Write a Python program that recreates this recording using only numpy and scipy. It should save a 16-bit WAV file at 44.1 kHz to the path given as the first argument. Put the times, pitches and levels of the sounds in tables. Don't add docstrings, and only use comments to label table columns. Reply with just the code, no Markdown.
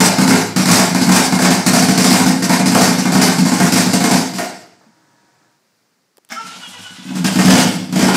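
import sys
import numpy as np
from scipy import signal
from scipy.fft import rfft, irfft, next_fast_len
from scipy.io import wavfile
from scipy.ndimage import uniform_filter1d, map_coordinates

SR = 44100
rng = np.random.default_rng(int(sys.argv[2]) if len(sys.argv) > 2 else 0)


def natural_amplitude(level_db):
    exponent = np.asarray(level_db, float) / 20
    return 10 ** exponent


def inscribe(sig):
    pcm = np.round(np.clip(np.atleast_2d(sig).T, -1, 1) * 32767)
    wavfile.write(sys.argv[1], SR, pcm.astype(np.int16))


N = 359856
TIME = np.arange(N) / SR
STROKE_RATE = 8.6


def unit(x):
    return x / np.sqrt(np.mean(x ** 2) + 1e-20)


def along(points, hz):
    f, value = np.transpose(points)
    return np.interp(np.log(hz + 1), np.log(f + 1), value)


def curves(rows):
    s, *columns = np.transpose(rows)
    covered = (TIME > s[0]) & (TIME < s[-1])
    return [np.interp(TIME, s, column) for column in columns] + [covered]


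def wobble(rate):
    knots = rng.standard_normal(int(N * rate / SR) + 4)
    return map_coordinates(knots, [np.arange(N) * rate / SR])


def coloured(x, spectrum):
    m = next_fast_len(N + 8192)
    gain = natural_amplitude(along(spectrum, np.fft.rfftfreq(m, 1 / SR)))
    return irfft(rfft(x, m) * gain, m)[:N]


def noise(spectrum):
    return unit(coloured(rng.standard_normal(N), spectrum))


def patchy(spectrum, depth_db, size):
    z = signal.stft(rng.standard_normal(N), nperseg=1024)[2]
    field = uniform_filter1d(rng.standard_normal(z.shape), size[0], 0)
    field = uniform_filter1d(field, size[1], 1)
    uneven = signal.istft(z * natural_amplitude(depth_db * unit(field)), nperseg=1024)[1][:N]
    return unit(coloured(uneven, spectrum))


def spikes(times, db):
    return np.bincount(np.round(times * SR).astype(int), natural_amplitude(db), N)


def fading(x, t60, rise):
    t = np.arange(SR) / SR
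    return signal.fftconvolve(x, natural_amplitude(-60 * t / t60) * (1 - np.exp(-t / rise)))[:N]


def swell(times, db, t30, rise):
    power = fading(spikes(times, 2 * db), t30, rise)
    return np.sqrt(np.abs(power))


def ringing(modes, rise):
    t = np.arange(SR // 2) / SR
    sines = sum(size * natural_amplitude(-60 * t / t60) * np.sin(2 * np.pi * hz * t) for hz, size, t60 in modes)
    return (1 - np.exp(-t / rise)) * sines


def resonant(x, peaks):
    m = next_fast_len(N + SR // 2)
    f = np.fft.rfftfreq(m, 1 / SR)
    response = sum((-1) ** k * natural_amplitude(db) * 1j * f * width / (hz * hz - f * f + 1j * f * width)
                   for k, (hz, width, db) in enumerate(peaks))
    return irfft(rfft(x, m) * response, m)[:N]


# (frequency [Hz], t60 [s])
SHED = [(100, 0.73), (200, 0.69), (1000, 0.48), (2500, 0.63), (5000, 0.74), (13000, 0.13)]


def shed(x):
    hz, t, z = signal.stft(rng.standard_normal(SR), SR, nperseg=256)
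    tail = signal.istft(z * natural_amplitude(-60 * t / along(SHED, hz)[:, None]), SR, nperseg=256)[1]
    delayed = np.pad(x, (500, 0))
    return signal.fftconvolve(delayed, tail / np.linalg.norm(tail))[:N]


# (time [s], boom [dB], sharpness of bark and crack [dB])
FIRINGS = [(0.002, 4, -7.5), (0.057, -0.5, -13), (0.183, 3, -12), (0.214, 1.5, -17), (0.275, 1.5, -14),
           (0.305, 3, -11), (0.332, -2.5, -14.5), (0.56, 0.5, -14), (0.592, 0, -17), (0.655, -0.5, -16),
           (0.684, 3, -9), (0.711, -3, -7.5), (0.756, -9, -12.5), (0.792, 2, -12.5), (0.946, 2, -14.5),
           (1.011, 0.5, -16.5), (1.067, 0.5, -19), (1.089, 3.5, -13), (1.116, -2, -10), (1.159, 0.5, -8.5),
           (1.322, 1.5, -15.5), (1.388, -4, -15), (1.419, 0.5, -11.5), (1.447, 2, -11.5), (1.504, 0, -13.5),
           (1.662, 4, -11.5), (1.731, -0.5, -10), (1.761, -0.5, -13.5), (1.823, 1.5, -15),
           (1.884, 4, -14.5), (1.975, 3, -10.5), (2.041, 1, -10), (2.106, 3.5, -11.5), (2.138, -6.5, -13),
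           (2.198, 3, -14.5), (2.259, 0.5, -15), (2.351, -3.5, -30), (2.422, -0.5, -15), (2.493, 1.5, -12),
           (2.527, -0.5, -14.5), (2.593, 0.5, -18.5), (2.657, 1.5, -14.5), (2.717, 0.5, -17),
           (2.748, 3, -9), (2.81, 2.5, -10), (2.874, 1, -15), (2.981, -2.5, -20), (3.051, 1.5, -17.5),
           (3.118, -4.5, -15), (3.149, 4, -12.5), (3.213, 1, -8.5), (3.279, -1, -15.5), (3.383, 1, -18.5),
           (3.451, -1, -16), (3.516, 1.5, -16), (3.599, 2.5, -11), (3.65, -5, -16), (3.721, 2, -15),
           (3.756, -0.5, -11), (3.861, 1.5, -19), (3.932, 3, -14), (4.004, -2.5, -16.5), (4.039, 0.5, -12),
           (4.109, 3.5, -11), (4.333, -11.5, -27), (4.382, -11.5, -17), (6.983, -23.5, -52),
           (7.051, -16, -42), (7.104, -11.5, -36.5), (7.152, -7.5, -28), (7.242, -1, -16),
           (7.355, 2.5, -19), (7.387, 2.5, -12.5), (7.449, 4.5, -13.5), (7.476, 4.5, -11),
           (7.502, -0.5, -11), (7.529, 3.5, -21), (7.553, -0.5, -13), (7.578, -0.5, -10.5),
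           (7.652, -3, -28.5), (7.723, -9.5, -31), (7.79, -11, -36.5), (7.891, -13, -40.5),
           (7.924, -3.5, -24), (7.956, 0.5, -18.5), (7.991, 0.5, -15.5), (8.022, 2, -14.5), (8.081, 2, -14),
           (8.14, 0.5, -14)]
# (delay after a firing [s], loss of boom [dB], loss of sharpness [dB])
MISFIRES = [(0.035, 9.4, 6.7), (0.08, 10, 17)]


def pulses():
    clear_s, stall_s = 0.04, 0.3
    s, boom_db, sharp_db = np.transpose(FIRINGS)
    pause = np.diff(s, append=0)
    rows = [np.array([s, boom_db, sharp_db])]
    for delay, boom_loss_db, sharp_loss_db in MISFIRES:
        chance = rng.standard_normal((len(s), 2))
        puff_s = s + delay + 0.003 * chance[:, 0]
        puff_db = boom_db - boom_loss_db + 2 * chance[:, 1]
        missed = np.array([puff_s, puff_db, sharp_db - sharp_loss_db])
        rows.append(missed[:, (pause > delay + clear_s) & (pause < stall_s)])
    crank = 6.44 + np.arange(5) / STROKE_RATE
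    rows.append(np.array([crank, -29.5 + 0 * crank, -49.5 + 0 * crank]))
    s, boom_db, sharp_db = np.hstack(rows)
    scatter_db = 1.5 * rng.standard_normal(len(s))
    return s, boom_db, sharp_db - 0.82 + scatter_db, sharp_db + 0.63 - scatter_db


# (frequency [Hz], amplitude, t60 [s])
PIPE = [(108, .03, .5), (120, -.08, .105), (165, -.38, .108), (176, 1.2, .085), (197, -.14, .3),
        (233, .31, .19), (261, -.36, .13), (287, -.34, .066), (308, -.13, .21)]


def exhaust_boom(s, boom_db):
    scatter_db = 1.2 * rng.standard_normal((len(s), len(PIPE)))
    return sum(signal.fftconvolve(spikes(s, boom_db + db), ringing([mode], rise=0.0076))[:N]
               for mode, db in zip(PIPE, scatter_db.T))


# (frequency [Hz], width [Hz], level [dB])
PANELS = [(339, 13, -9), (438.2, 12, 4.5), (488.6, 18, -3), (627, 19, -2.5), (693.4, 26, 6), (721, 21, -3),
          (843, 6.3, -6), (864, 44, 1.5), (975, 15, -2), (1106, 46, -2), (1273, 30, -0.5), (1400, 65, -2),
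          (1522, 69, -0.5), (1610, 21, 4), (1722, 27, -3), (1840, 20, 0), (1977, 7.7, -11), (2075, 30, -8),
          (2223, 18, 0), (2127, 30, -3), (2390, 30, -6), (2870, 81, -14.5)]
# (frequency [Hz], level [dB per Hz])
BARK = [(190, -28), (330, -3), (478, -3), (567, -4.5), (693, -2), (878, 1.5), (1030, -6.5), (2170, -12),
        (3200, -26.5), (4160, -47.5), (7040, -120)]


def sheet_metal_bark(s, bark_db):
    blast = swell(s, bark_db, t30=0.033, rise=0.00065) * rng.standard_normal(N)
    blast = blast + natural_amplitude(18.5) * spikes(s, bark_db)
    rough = swell(s, bark_db, t30=0.11, rise=0.0062) * patchy(BARK, depth_db=2.5, size=(4, 4))
    return natural_amplitude(15) * resonant(blast, PANELS) + natural_amplitude(-1.5) * rough


# (frequency [Hz], level [dB per Hz])
CRACK = [(1410, -7), (2400, -5.5), (3160, -9.5), (3940, -6), (4800, -1), (6850, -5.5), (7710, -3.5),
         (9390, -9), (12400, -14), (15800, -23.5)]


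def gas_crack(s, crack_db):
    jet = natural_amplitude(-2.5 + 2.4 * wobble(400)) * swell(s, crack_db, t30=0.066, rise=0.00027) * noise(CRACK)
    sizzle = swell(s, crack_db, t30=0.25, rise=0.023) * patchy(CRACK, depth_db=2.5, size=(14, 4))
    sizzle = natural_amplitude(-1.5 + 1.4 * wobble(50)) * sizzle
    late = s > 7
    rasp = noise([(2000, -30), (2600, -3), (3100, 0), (3700, -5), (4500, -30)])
    jet = jet + swell(s[late], crack_db[late] - 9.5, t30=0.12, rise=0.003) * rasp
    return jet, sizzle


def exhaust():
    s, boom_db, bark_db, crack_db = pulses()
    boom = exhaust_boom(s, boom_db)
    front = s + 0.001
    bark = sheet_metal_bark(front, bark_db)
    jet, sizzle = gas_crack(front, crack_db)
    direct = natural_amplitude(1) * boom + bark + jet + sizzle
    boom_echo = natural_amplitude(-8.5) * shed(boom * natural_amplitude(4.3 * wobble(40)))
    return direct + boom_echo + natural_amplitude(-0.5) * shed(bark) + natural_amplitude(-1.5) * shed(jet)


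# (time [s], rate [Hz])
GEAR = [(6.29, 422), (6.45, 452), (6.65, 482.5), (6.9, 493.5), (7.2, 505)]
# (multiple of the tooth rate, level [dB])
WHINE = [(1, -10.5), (2, -3), (3, 6.5), (4, -1), (5, -5), (6, 2.5), (7, -1)]


def gear_whine(stroke, start_s):
    hz = curves(GEAR)[0] * (1 + 0.0296 * np.cos(stroke) + 0.00595 * wobble(30))
    turn = 2 * np.pi * np.cumsum(hz) / SR
    partials = sum(natural_amplitude(db + 8 * wobble(30)) * np.sin(k * turn + 0.44 * wobble(150)) for k, db in WHINE)
    load = natural_amplitude(7 * np.sin(stroke) - 6)
    since = TIME - start_s
    rise = np.clip(since / 0.1, 0, 1)
    return natural_amplitude(-45 - 9 * since) * rise * load * partials


# (time [s], level [dB])
PINION = [(6.3, -10), (6.306, -9), (6.311, -4.5), (6.319, 5), (6.325, -5)]
# (frequency [Hz], amplitude, t60 [s])
CLUNK = [(238.5, 0.034, 0.079), (664, 0.028, 0.065), (787, 0.042, 0.051), (1437, 0.042, 0.077),
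         (1720, 0.039, .05), (2140, 0.054, 0.045), (2260, 0.049, .05), (3070, 0.017, 0.037),
         (5330, 0.031, 0.033), (5480, .025, .03), (6200, .015, 0.022)]


def pinion():
    s, db = np.transpose(PINION)
    clunk = signal.fftconvolve(spikes(s, db), ringing(CLUNK, rise=0.0029))[:N]
    grit = noise([(500, -24.5), (1400, 6), (2400, -2), (3500, -28), (5300, 4.5), (9000, -18)])
    return clunk + swell(s, db - 27, t30=0.049, rise=0.00091) * grit


# (time [s], grind and chuff before a 1 dB cut [dB], drone [dB])
STARTER = [(6.29, -58, -80), (6.31, -31, -80), (6.38, -46.5, -80), (6.43, -35.5, -69.5), (6.64, -37, -59),
           (7.02, -40, -61), (7.2, -32.5, -36)]
# (frequency [Hz], level [dB per Hz])
GRIND = [(200, -41), (340, -12.5), (362, -19), (482, -14.5), (763, -5), (839, -4.5), (1170, -7),
         (1390, -2.5), (1820, -9), (2930, -2.5), (7590, -11.5), (12800, -26), (15000, -36)]


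def starter():
    grind_db, drone_db, on = curves(STARTER)
    stroke = 2 * np.pi * STROKE_RATE * (TIME - 6.735)
    whine = gear_whine(stroke, STARTER[0][0])
    air = noise([(3000, -25), (5000, -2), (9000, -1), (14000, -16), (16000, -40)])
    chuff = natural_amplitude(-11.5 + 6 * np.cos(stroke + 2) + 2.9 * wobble(25)) * air
    grind = patchy(GRIND, depth_db=2.5, size=(2, 6)) * natural_amplitude(1.9 * wobble(67) + 1.2 * np.cos(stroke))
    drone = noise([(60, -50), (85, -13), (105, 3.5), (125, -40)])
    drone = drone * natural_amplitude(4 * np.cos(stroke + 1.7) + 2.8 * wobble(19))
    motor = on * (whine + natural_amplitude(grind_db - 1) * (grind + chuff) + natural_amplitude(drone_db) * drone)
    dry_starter = motor + pinion()
    return dry_starter + natural_amplitude(-5) * shed(dry_starter)


# (time [s], level [dB])
PUMP = [(4.6, -46.5), (4.72, -52), (4.92, -56.5), (5.45, -56.5), (5.56, -63), (5.6, -78)]
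# (frequency [Hz], level [dB per Hz])
WHIR = [(41, -46), (70, -20), (145, -4), (248, -11), (316, -4), (361, -14.5), (937, -10), (1050, -14),
        (1700, -13), (2900, -25), (5000, -19.5), (8000, -23.5), (12000, -45)]
# (frequency [Hz], level relative to one another [dB])
HUM = [(156.1, -76), (317.6, -69), (710.6, -73), (947.5, -66), (1287, -73), (1502, -71), (1701, -72),
       (1933, -84)]


def pump():
    level_db, on = curves(PUMP)
    tones = sum(natural_amplitude(db + 2.6 * wobble(17)) * np.sin(2 * np.pi * hz * TIME + 0.8 * wobble(9.6))
                for hz, db in HUM)
    build_up = np.clip((TIME - 4.8) / 0.22, 0, 1)
    return on * natural_amplitude(level_db) * (noise(WHIR) + natural_amplitude(-5) * build_up * unit(tones))


# (time [s], thump [dB], knock [dB])
BUMPS = [(4.81, -62, -48), (4.835, -60, -48), (4.865, -41, -60), (4.888, -43, -62)]


def bumps():
    s, thump_db, knock_db = np.transpose(BUMPS)
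    t = np.arange(SR // 10) / SR
    swing = np.sin(2 * np.pi * 225 * t) * t / 0.0059 * np.exp(1 - t / 0.0048)
    thump = signal.fftconvolve(spikes(s, thump_db), swing)[:N]
    dull = noise([(250, -20), (500, 0), (1300, -3), (2000, -32)])
    return thump + swell(s, knock_db, t30=0.05, rise=0.003) * dull


# (time [s], level before a 0.5 dB lift of the tick [dB], thud relative to that level [dB])
CLICKS = [(6.1707, -31, -22), (6.181, -34, -2.5), (6.249, -35, -25), (6.2897, -33, -18)]


def switch():
    s, db, thud_db = np.transpose(CLICKS)
    tick = fading(spikes(s, db + 0.5), t60=0.006, rise=0.0001) * rng.standard_normal(N)
    dull = noise([(120, -30), (250, 5), (1000, -1), (2500, -28)])
    return tick + fading(spikes(s, db + thud_db), t60=0.024, rise=0.001) * dull


# (frequency [Hz], level [dB per Hz])
YARD = [(29, -64), (50, -36.5), (107, -9.5), (200, -2.5), (613, -9), (1930, -11.5), (3260, -18.5),
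        (4890, -12), (13000, -25.5), (15000, -22.5)]


def yard():
    return natural_amplitude(-62 + 1.2 * wobble(3.7)) * noise(YARD)


def scene():
    return (exhaust() + starter() + pump() + bumps() + switch() + yard())[None]


def low_pass(x):
    return signal.sosfilt(signal.butter(12, 16620, fs=SR, output="sos"), x)


def record(dry):
    x = coloured(dry[0], [(20, -23), (60, -33.5), (100, -1), (15600, -2.5), (15900, -60)])
    x = x / (1 + np.abs(x / 0.76) ** 4) ** (1 / 4)
    mix = coloured(x, [(15700, 0), (15900, -30.5)])[None]
    return low_pass(mix)


dry = scene()
out = record(dry)
inscribe(out)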